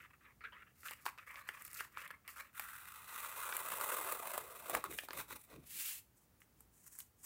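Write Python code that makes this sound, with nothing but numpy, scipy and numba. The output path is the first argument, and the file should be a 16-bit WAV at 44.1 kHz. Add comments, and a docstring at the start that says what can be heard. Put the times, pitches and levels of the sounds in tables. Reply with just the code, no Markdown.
"""Close on a table in a quiet room, one microphone hanging above: a fingernail picks at a strip of painted
masking tape on a plastic sheet, with sharp snaps and taps, then peels it slowly. Glue threads snap as dense
random crackle that rings the sheet, fizzes in the treble and shakes the freed strip. The sheet scuffs aside
with soft table bumps, a palm hisses over the paper beneath, and fingers uncurl the strip in short rustles.
Noise and random crackle drive every sound, through resonances or broad filters; a short echo follows."""
import sys
import numpy as np
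from scipy import signal
from scipy.fft import rfft, irfft
from scipy.io import wavfile
from scipy.ndimage import uniform_filter1d
from numba import njit

SR = 44100
rng = np.random.default_rng(int(sys.argv[2]) if len(sys.argv) > 2 else 0)


def unload_audio(sound):
    """Save the sound as a 16-bit wav file, at the path given as the first command line argument."""
    columns = np.transpose(np.atleast_2d(sound))
    # keep every value between -1 and 1, then stretch to whole-number steps
    steps = np.round(np.clip(columns, -1, 1) * 32767)
    wavfile.write(sys.argv[1], SR, steps.astype(np.int16))


N = 319725  # samples

# In resonance tables width_hz is the bandwidth. Spectrum tables give only a shape, as density per hertz.
# room tone spectrum: freq_hz, level_db
ROOM_SPECTRUM = [(15, -68), (25, -49), (53, -2.5), (107, -5.5), (299, -14), (342, -16), (670, -23),
                 (788, -20.5), (3860, -32.5), (11400, -30.5), (15700, -25)]
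# nail strokes at the tape edge: start_s, end_s, rub_start_db, rub_end_db, fizz_relative_db
NAIL_STROKES = [(0, 0.066, -55.5, -60, -14.5), (0.103, 0.115, -53, -66, -24), (0.133, 0.158, -58, -74, -16),
                (0.209, 0.327, -63, -68, -20), (0.408, 0.433, -58, -52, -33),
                (0.437, 0.49, -44.5, -59.5, -24), (0.52, 0.632, -56.5, -59, -30),
                (0.663, 0.72, -68, -68.5, -22), (0.751, 0.855, -79.5, -61.5, 2.5),
                (0.852, 0.96, -49.5, -55, -6), (0.939, 1.06, -69, -65.5, -4),
                (1.056, 1.101, -50, -51.5, -4), (1.11, 1.15, -73, -76, -17),
                (1.178, 1.273, -56.5, -68, -11), (1.264, 1.426, -53, -55.5, -10),
                (1.428, 1.49, -65.5, -54, -16), (1.473, 1.543, -56, -70, -4),
                (1.535, 1.619, -54, -56, -6.5), (1.62, 1.745, -62.5, -64, 0.5),
                (1.744, 1.813, -49.5, -50, -2.5), (1.8, 1.881, -47.5, -70, 1.5),
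                (1.916, 1.982, -68, -53.5, -8.5), (1.981, 2.067, -47.5, -55.5, -9),
                (2.087, 2.152, -67, -58, -16), (2.242, 2.287, -68, -57, -16),
                (2.281, 2.362, -51, -71, -2.5), (2.36, 2.412, -53.5, -49, -2.5),
                (2.415, 2.501, -55, -72, -8.5)]
# resonances of the tape edge under the nail, before a pitch factor: pitch_hz, width_hz, level_db
EDGE_MODES = [(524, 128, -11.5), (1292, 214, 5), (1990, 420, 3.5), (2530, 280, 1), (3650, 430, -12)]
# spectrum of glue lifting under the nail: freq_hz, level_db
SCRAPE_SPECTRUM = [(2400, -43), (3200, -13), (4500, -4.5), (6200, -4.5), (7870, -1), (11000, -2),
                   (15100, 1.5), (15700, -5.5)]
# snaps and taps: start_s, body_peak_db, pitch_hz, treble_relative_db
SNAP_EVENTS = [(0.439, -50, 1960, -32), (0.531, -49, 1500, -25), (0.621, -54, 1580, -9),
               (0.832, -45.5, 1590, -6), (0.884, -37, 2720, -19), (0.91, -38, 1030, 2.5),
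               (1.055, -38, 1100, -24), (1.063, -24, 1030, -8), (1.177, -47, 1250, -25),
               (1.185, -42, 2380, -27), (1.357, -39.5, 2300, -26), (1.489, -28, 1790, -10.5),
               (1.621, -46.5, 2080, 8.5), (1.65, -51, 2100, 16), (1.679, -49.5, 1960, 11.5),
               (1.731, -47, 1470, 8), (1.788, -44, 1530, 3), (1.806, -29.5, 1570, -13),
               (1.972, -31, 1230, -33), (2.077, -48.5, 2200, 6), (2.105, -37, 1380, -20),
               (2.110, -42, 1900, -2), (2.278, -41.5, 2160, 5), (2.596, -31, 1460, 3.5),
               (2.65, -54, 1370, -10), (3.525, -30, 1350, -17), (3.567, -33.5, 2250, 9.5),
               (3.811, -28.5, 1070, 4), (3.904, -39, 1120, -7), (4.122, -30, 1070, 4.5),
               (4.378, -28, 780, 1), (4.697, -34, 751, 8), (4.75, -19.5, 1370, -2), (4.84, -28, 1110, -3),
               (4.908, -47, 1770, 7), (4.925, -41, 2056, -1), (4.987, -26.5, 2270, -12),
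               (5.035, -46.5, 760, -11), (5.086, -36.5, 950, -6), (5.107, -33.5, 988, -24),
               (5.132, -36.5, 1290, 4), (5.173, -45, 1110, -11), (5.201, -35, 1150, -17),
               (5.308, -37.5, 1123, -6), (5.328, -43.5, 1500, -8), (6.404, -63.5, 1820, 10),
               (6.418, -50.5, 2070, -20), (6.606, -57, 1082, 11), (6.865, -57.5, 1540, 12),
               (6.952, -60, 1380, 19), (6.988, -54, 1370, 25.5), (7.003, -43, 3500, 9)]
# table knock under each snap: pitch_hz, width_hz, level_db
KNOCK_MODES = [(563, 365, 0)]
# spectrum of snapping glue heard in the air: freq_hz, level_db
FIZZ_SPECTRUM = [(2650, -69), (4500, -35), (6660, -7), (7870, 2), (10500, 3), (13500, 2.5), (15100, 8),
                 (15700, -0.5)]
# crackling force as the pull varies: time_s, level_db
PEEL_PULL = [(2.53, -71), (2.56, -56), (2.75, -59), (3.05, -60), (3.17, -51.5), (3.5, -50), (3.78, -47.5),
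             (3.95, -42.5), (4.04, -48.5), (4.13, -45), (4.17, -54), (4.33, -47.5), (4.43, -58.5),
             (4.65, -58.5), (4.72, -48.5)]
# sheet's upper modes during the peel, relative to that force: time_s, relative_db
PEEL_UPPER = [(2.53, -6), (3.0, -4), (3.2, -4.5), (3.9, -8.5), (4.3, -7), (4.72, -4.5)]
# lower modes of the sheet, before a pitch factor: pitch_hz, width_hz, level_db
SHEET_LOW_MODES = [(1147, 400, 4), (1340, 825, -0.5)]
# upper modes of the sheet: pitch_hz, width_hz, level_db
SHEET_HIGH_MODES = [(1892, 270, 3), (2334, 300, 4.5), (3780, 440, 0), (5800, 1350, -9)]
# modes of the loose strip, before a pitch factor: pitch_hz, width_hz, level_db
STRIP_MODES = [(260, 150, -13), (536, 90, -7), (602, 296, 3)]
# hands and arms bump the table top: start_s, hold_s, level_db
TABLE_BUMPS = [(4.739, .02, -53.5), (4.896, 0.016, -54.5), (5.156, 0.031, -60), (5.318, 0.023, -62.5),
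               (5.557, 0.032, -56.5), (5.766, 0.013, -68)]
# table-top resonances: pitch_hz, width_hz, level_db
TABLE_MODES = [(66, 32, -1), (145, 45, 0.5), (286, 107, -1)]
# scuffs of the sheet dragged aside: start_s, hold_s, ring_db, fizz_relative_db, flap_relative_db
DRAG_SCUFFS = [(4.74, 0.0069, -47, 1, 9), (4.77, 0.035, -59, -2, -5), (4.848, 0.015, -54.5, -4, 0),
               (4.909, 0.023, -60.5, 10.5, 6.5), (4.952, .045, -69.5, 19, -6), (5.029, 0.017, -64, 9.5, 3),
               (5.11, 0.043, -60, 1, 1.5), (5.177, 0.033, -54.5, 5.5, -3.5), (5.301, 0.047, -60, 5, -6),
               (5.387, 0.049, -81.5, 20.5, -10), (5.504, 0.057, -64.5, -3, 1.5), (5.597, .045, -75.5, 3, 3)]
# palm in full contact with the paper: start_s, hold_s, level_db
PALM_SWIPES = [(5.803, 0.092, -41.5)]
# paper hiss spectrum: freq_hz, level_db
PAPER_SPECTRUM = [(290, -51.5), (500, -22), (648, -28.5), (853, -17.5), (2740, -0.5), (3170, -4.5),
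                  (5720, -6), (7740, -1.5), (15700, 0.5)]
# fingers uncurl the strip: start_s, hold_s, level_db
UNCURL_RUSTLES = [(6.17, .07, -74.5), (6.41, 0.023, -72), (6.59, 0.037, -73), (6.738, 0.11, -69),
                  (6.865, 0.014, -58), (6.924, .035, -60.5), (6.992, 0.013, -52), (7.035, .03, -76.5),
                  (7.189, .03, -68), (7.24, .02, -51.5)]
# rustle spectrum: freq_hz, level_db
RUSTLE_SPECTRUM = [(590, -69), (1000, -8.5), (1640, -12), (1800, -9), (3630, -19.5), (4800, -15),
                   (6500, -3), (8240, 0), (11000, -5), (15700, -6)]

ROOM_DB = -71
KNOCK_DB = -15  # relative to the body of a 1200 Hz snap
PEEL_START_S = 2.5
FLAP_DB, FLAP_DB_PER_DECADE = -8.5, 24.5  # flap after one second of peeling; growth per tenfold time
PEEL_FIZZ_DB = 1.1  # relative to the crackling force
SINK_FROM, SINK_TO, SINK_S = 1.244, 0.8, 1.34  # pitch factors of the sheet's lower modes; time constant in s
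LOOSE_PITCH = 0.897  # pitch factor of the lower modes while the sheet is dragged
SCUFF_UPPER_DB, UPPER_PER_FIZZ = -1, 0.57  # dB; bright scuffs also ring the upper modes more (dB per dB)
# contact slopes, dB per s
SCUFF_RISE, SCUFF_FALL = 650, 490
BUMP_RISE, BUMP_FALL = 310, 340
SWIPE_RISE, SWIPE_FALL, EDGE_RATE = 113, 114, 500  # the last acts outside touch and lift
RUSTLE_RISE, RUSTLE_FALL = 790, 650
TOUCH_S, LIFT_S = 5.67, 5.99  # the palm meets and leaves the paper
ECHO_T60_S, ECHO_DB = 0.25, -11.5
TOP_HZ = 15800


def undb(db):
    """Decibels to gain."""
    return 10 ** (np.asarray(db) / 20)


def unit(x):
    """Scale to rms 1."""
    return x / np.sqrt(np.mean(x ** 2))


def read(table):
    """A level curve in dB over time, silent outside the table."""
    return np.interp(np.arange(N) / SR, *np.transpose(table), left=-150, right=-150)


def colour(x, spectrum):
    """Causal minimum-phase filter through spectrum points; white input keeps its rms."""
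    hz, db = np.transpose(spectrum)
    f = np.fft.rfftfreq(4096, 1 / SR)
    log_gain = np.interp(np.log(f + 1), np.log(hz), db) * np.log(10) / 20
    # folding the cepstrum onto positive times puts all the response after the input
    cepstrum = irfft(log_gain)
    cepstrum[1:2048] *= 2
    cepstrum[2049:] = 0
    response = irfft(np.exp(rfft(cepstrum)))
    return signal.fftconvolve(x, response / np.sqrt(np.sum(response ** 2)))[:N]


def ring(x, modes):
    """Fixed steep resonances, each three peaks in a row; white input of rms 1 gives rms 1."""
    response = 0
    for hz, width, db in modes:
        b, a = signal.iirpeak(hz, hz / width / 2, SR)
        mode = signal.unit_impulse(4096)
        for _ in range(3):
            mode = signal.lfilter(b, a, mode)
        response = response + undb(db) * mode
    return signal.fftconvolve(x, response / np.sqrt(np.sum(response ** 2)))[:len(x)]


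@njit
def band(x, hz, width):
    """State-variable band-pass whose centre moves."""
    y, b, l = np.empty(len(x)), 0., 0.
    for i in range(len(x)):
        g, k = np.tan(np.pi * hz[i] / SR), width / hz[i]
        v = (b + g * (x[i] - l)) / (1 + g * (g + k))
        b, l, y[i] = 2 * v - b, l + 2 * g * v, k * v
    return y


def walk(rate):
    """Random levels drawn rate times a second and joined by ramps; rms 1."""
    step = int(SR / rate)
    levels = np.repeat(rng.standard_normal(N // step + 1), step)
    return unit(uniform_filter1d(levels, step)[:N])


def bend(x, modes, factor, wander, rate):
    """Steep resonances of a flexing sheet: every mode drifts on its own around factor times its pitch."""
    out = 0
    for hz, width, db in modes:
        centre = hz * factor * np.exp(wander * walk(rate))
        mode = x + 1e-18  # keeps the filter off denormal numbers
        for _ in range(3):  # three double-width bands together are about width wide
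            mode = band(mode, centre, 2. * width)
        out = out + undb(db) * mode
    noise_power = sum(undb(2 * db) * width for hz, width, db in modes) * 2.4 / SR
    return out / np.sqrt(noise_power)


def crackle(rate, spread_db, burst_db, burst_rate, smooth_db):
    """Threads snap at random, some harder, in uneven bunches over a smooth rub; rms 1."""
    size = undb(spread_db * np.minimum(rng.exponential(size=N), 3))
    snap = (rng.random(N) < rate / SR) * size * rng.standard_normal(N)
    rub = undb(smooth_db) * rng.standard_normal(N)
    bunches = undb(burst_db * walk(burst_rate))
    return unit((unit(snap) + rub) * bunches)


def contact(start, hold, db, rise, fall):
    """Gain of contacts that swell, hold and die away at steady dB rates; their powers add."""
    t = np.arange(0, N + 32, 32) / SR  # coarse grid, interpolated below
    power = 0
    for start_s, hold_s, level_db in zip(start, hold, db):
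        before, after = rise * (start_s - t), fall * (t - start_s - hold_s)
        drop_db = np.maximum(np.maximum(before, after), 0)
        power = power + undb(2 * (level_db - drop_db))
    return np.interp(np.arange(N) / SR, t, np.sqrt(power))


def glue(force, low, upper, flap, fizz, pitch):
    """One crackling force rings the sheet, fizzes in the air and shakes the loose strip."""
    wavering = force * undb(1.1 * walk(60))  # lower sheet modes and strip also waver randomly in level
    sheet = bend(wavering * low, SHEET_LOW_MODES, pitch, .035, 40)
    sheet = sheet + bend(force * upper, SHEET_HIGH_MODES, 1, .02, 20)
    strip = bend(wavering * flap, STRIP_MODES, 0.98, 0.15, 15)
    return sheet + strip + colour(force * fizz, FIZZ_SPECTRUM)


def room_tone():
    """Steady coloured noise of the quiet room, its level wandering slightly."""
    return colour(rng.standard_normal(N), ROOM_SPECTRUM) * undb(ROOM_DB + 0.63 * walk(2.804))


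def pick():
    """The nail rubs the tape edge in short strokes; lifting glue fizzes on its own."""
    rub, fizz = np.zeros((2, N))
    for start, end, first_db, last_db, fizz_db in NAIL_STROKES:
        i, j = int(start * SR), int(end * SR)
        rub[i:j] = undb(np.linspace(first_db, last_db, j - i))
        fizz[i:j] = rub[i:j] * undb(fizz_db)
    rub, fizz = uniform_filter1d([rub, fizz], size=260)  # contact starts and ends within a few ms
    edge = bend(rub * crackle(1800, 2.5, 2.9, 90, -1.7), EDGE_MODES, 0.95, 0.1, 18)
    return edge + colour(fizz * crackle(1700, 6.1, 2.9, 100, 0.63), SCRAPE_SPECTRUM)


def echo(near):
    """Short echo off table and walls: decaying noise from 3 ms after the direct sound."""
    t = np.arange(SR // 4) / SR
    tail = rng.standard_normal(len(t)) * undb(-60 * t / ECHO_T60_S) * (t > .003)
    return undb(ECHO_DB) * signal.fftconvolve(near, tail / np.sqrt(np.sum(tail ** 2)))[:N]


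def peak(x):
    """Scale to peak 1."""
    return x / np.abs(x).max()


def snaps():
    """Each snap is one crack with a faint spray behind it; the sheet rings a few cycles at its own pitch."""
    out = np.zeros(N)
    t = np.arange(2048) / SR
    sprays = rng.standard_normal((len(SNAP_EVENTS), len(t)))
    for (start, db, hz, treble_db), spray in zip(SNAP_EVENTS, sprays):
        crack = spray * (np.exp(-t / 0.0013) + 0.31 * np.exp(-t / 0.0056))
        body = peak(ring(crack, [(hz, 0.5 * hz, 0), (3900, 1600, -18)]))
        thud = peak(ring(crack, KNOCK_MODES))
        bright = peak(colour(crack, FIZZ_SPECTRUM)[:len(t)])
        # low-pitched snaps bend more of the sheet and knock the table harder
        snap = body + undb(KNOCK_DB) * 1200 / hz * thud + undb(treble_db) * bright
        i = int(start * SR)
        out[i:i + len(t)] += undb(db) * snap
    return out


def peel():
    """The freed strip flaps more and lowers the sheet's lower modes as it grows."""
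    freed = np.maximum(np.arange(N) / SR - PEEL_START_S, .01)  # s of peeling
    flap_db = FLAP_DB + FLAP_DB_PER_DECADE * np.log10(freed)
    sink = SINK_TO + (SINK_FROM - SINK_TO) * np.exp(-freed / SINK_S)
    force = crackle(4500, 3.5, 2.6, 170, -1.5) * undb(read(PEEL_PULL))
    return glue(force, 0.95, undb(read(PEEL_UPPER)), undb(flap_db), undb(PEEL_FIZZ_DB), sink)


def bumps():
    """Hands and arms bump the table top, whose low modes ring to soft bursts of noise."""
    push = contact(*np.transpose(TABLE_BUMPS), BUMP_RISE, BUMP_FALL)
    return ring(rng.standard_normal(N) * push, TABLE_MODES)


def drag():
    """The sheet scuffs over the table in separate contacts, some dull, some bright."""
    start, hold, db, fizz_db, flap_db = np.transpose(DRAG_SCUFFS)
    upper_db = SCUFF_UPPER_DB + UPPER_PER_FIZZ * fizz_db
    # gains in the order glue() takes them: low, upper, flap, fizz
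    gains = [contact(start, hold, db + relative_db, SCUFF_RISE, SCUFF_FALL)
             for relative_db in (0, upper_db, flap_db, fizz_db)]
    return glue(crackle(2500, 2.16, 3.5, 90, 0.6), *gains, LOOSE_PITCH)


def swipe():
    """The palm sweeps the paper: dense crackle hisses, cut off steeply outside touch and lift."""
    middle, half = (TOUCH_S + LIFT_S) / 2, (LIFT_S - TOUCH_S) / 2
    off = np.maximum(np.abs(np.arange(N) / SR - middle) - half, 0)  # s outside contact
    palm = contact(*np.transpose(PALM_SWIPES), SWIPE_RISE, SWIPE_FALL) * undb(-EDGE_RATE * off)
    return colour(crackle(4000, 2.2, .9, 90, 5) * palm, PAPER_SPECTRUM)


def uncurl():
    """Fingers uncurl the strip: brief contacts let through a bright crackling rustle."""
    fingers = contact(*np.transpose(UNCURL_RUSTLES), RUSTLE_RISE, RUSTLE_FALL)
    return colour(crackle(3000, 3.3, 2.0, 80, 2.4) * fingers, RUSTLE_SPECTRUM)


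def scene():
    """Handling sounds with their echo over room tone, the same in both channels."""
    near = pick() + snaps() + peel() + bumps() + drag() + swipe() + uncurl()
    return np.tile(near + echo(near) + room_tone(), (2, 1))


def record(dry):
    """The recorder cuts the top steeply with an elliptic low-pass."""
    return signal.sosfilt(signal.ellip(14, .2, 70, TOP_HZ, fs=SR, output="sos"), dry)


dry = scene()
out = record(dry)
unload_audio(out)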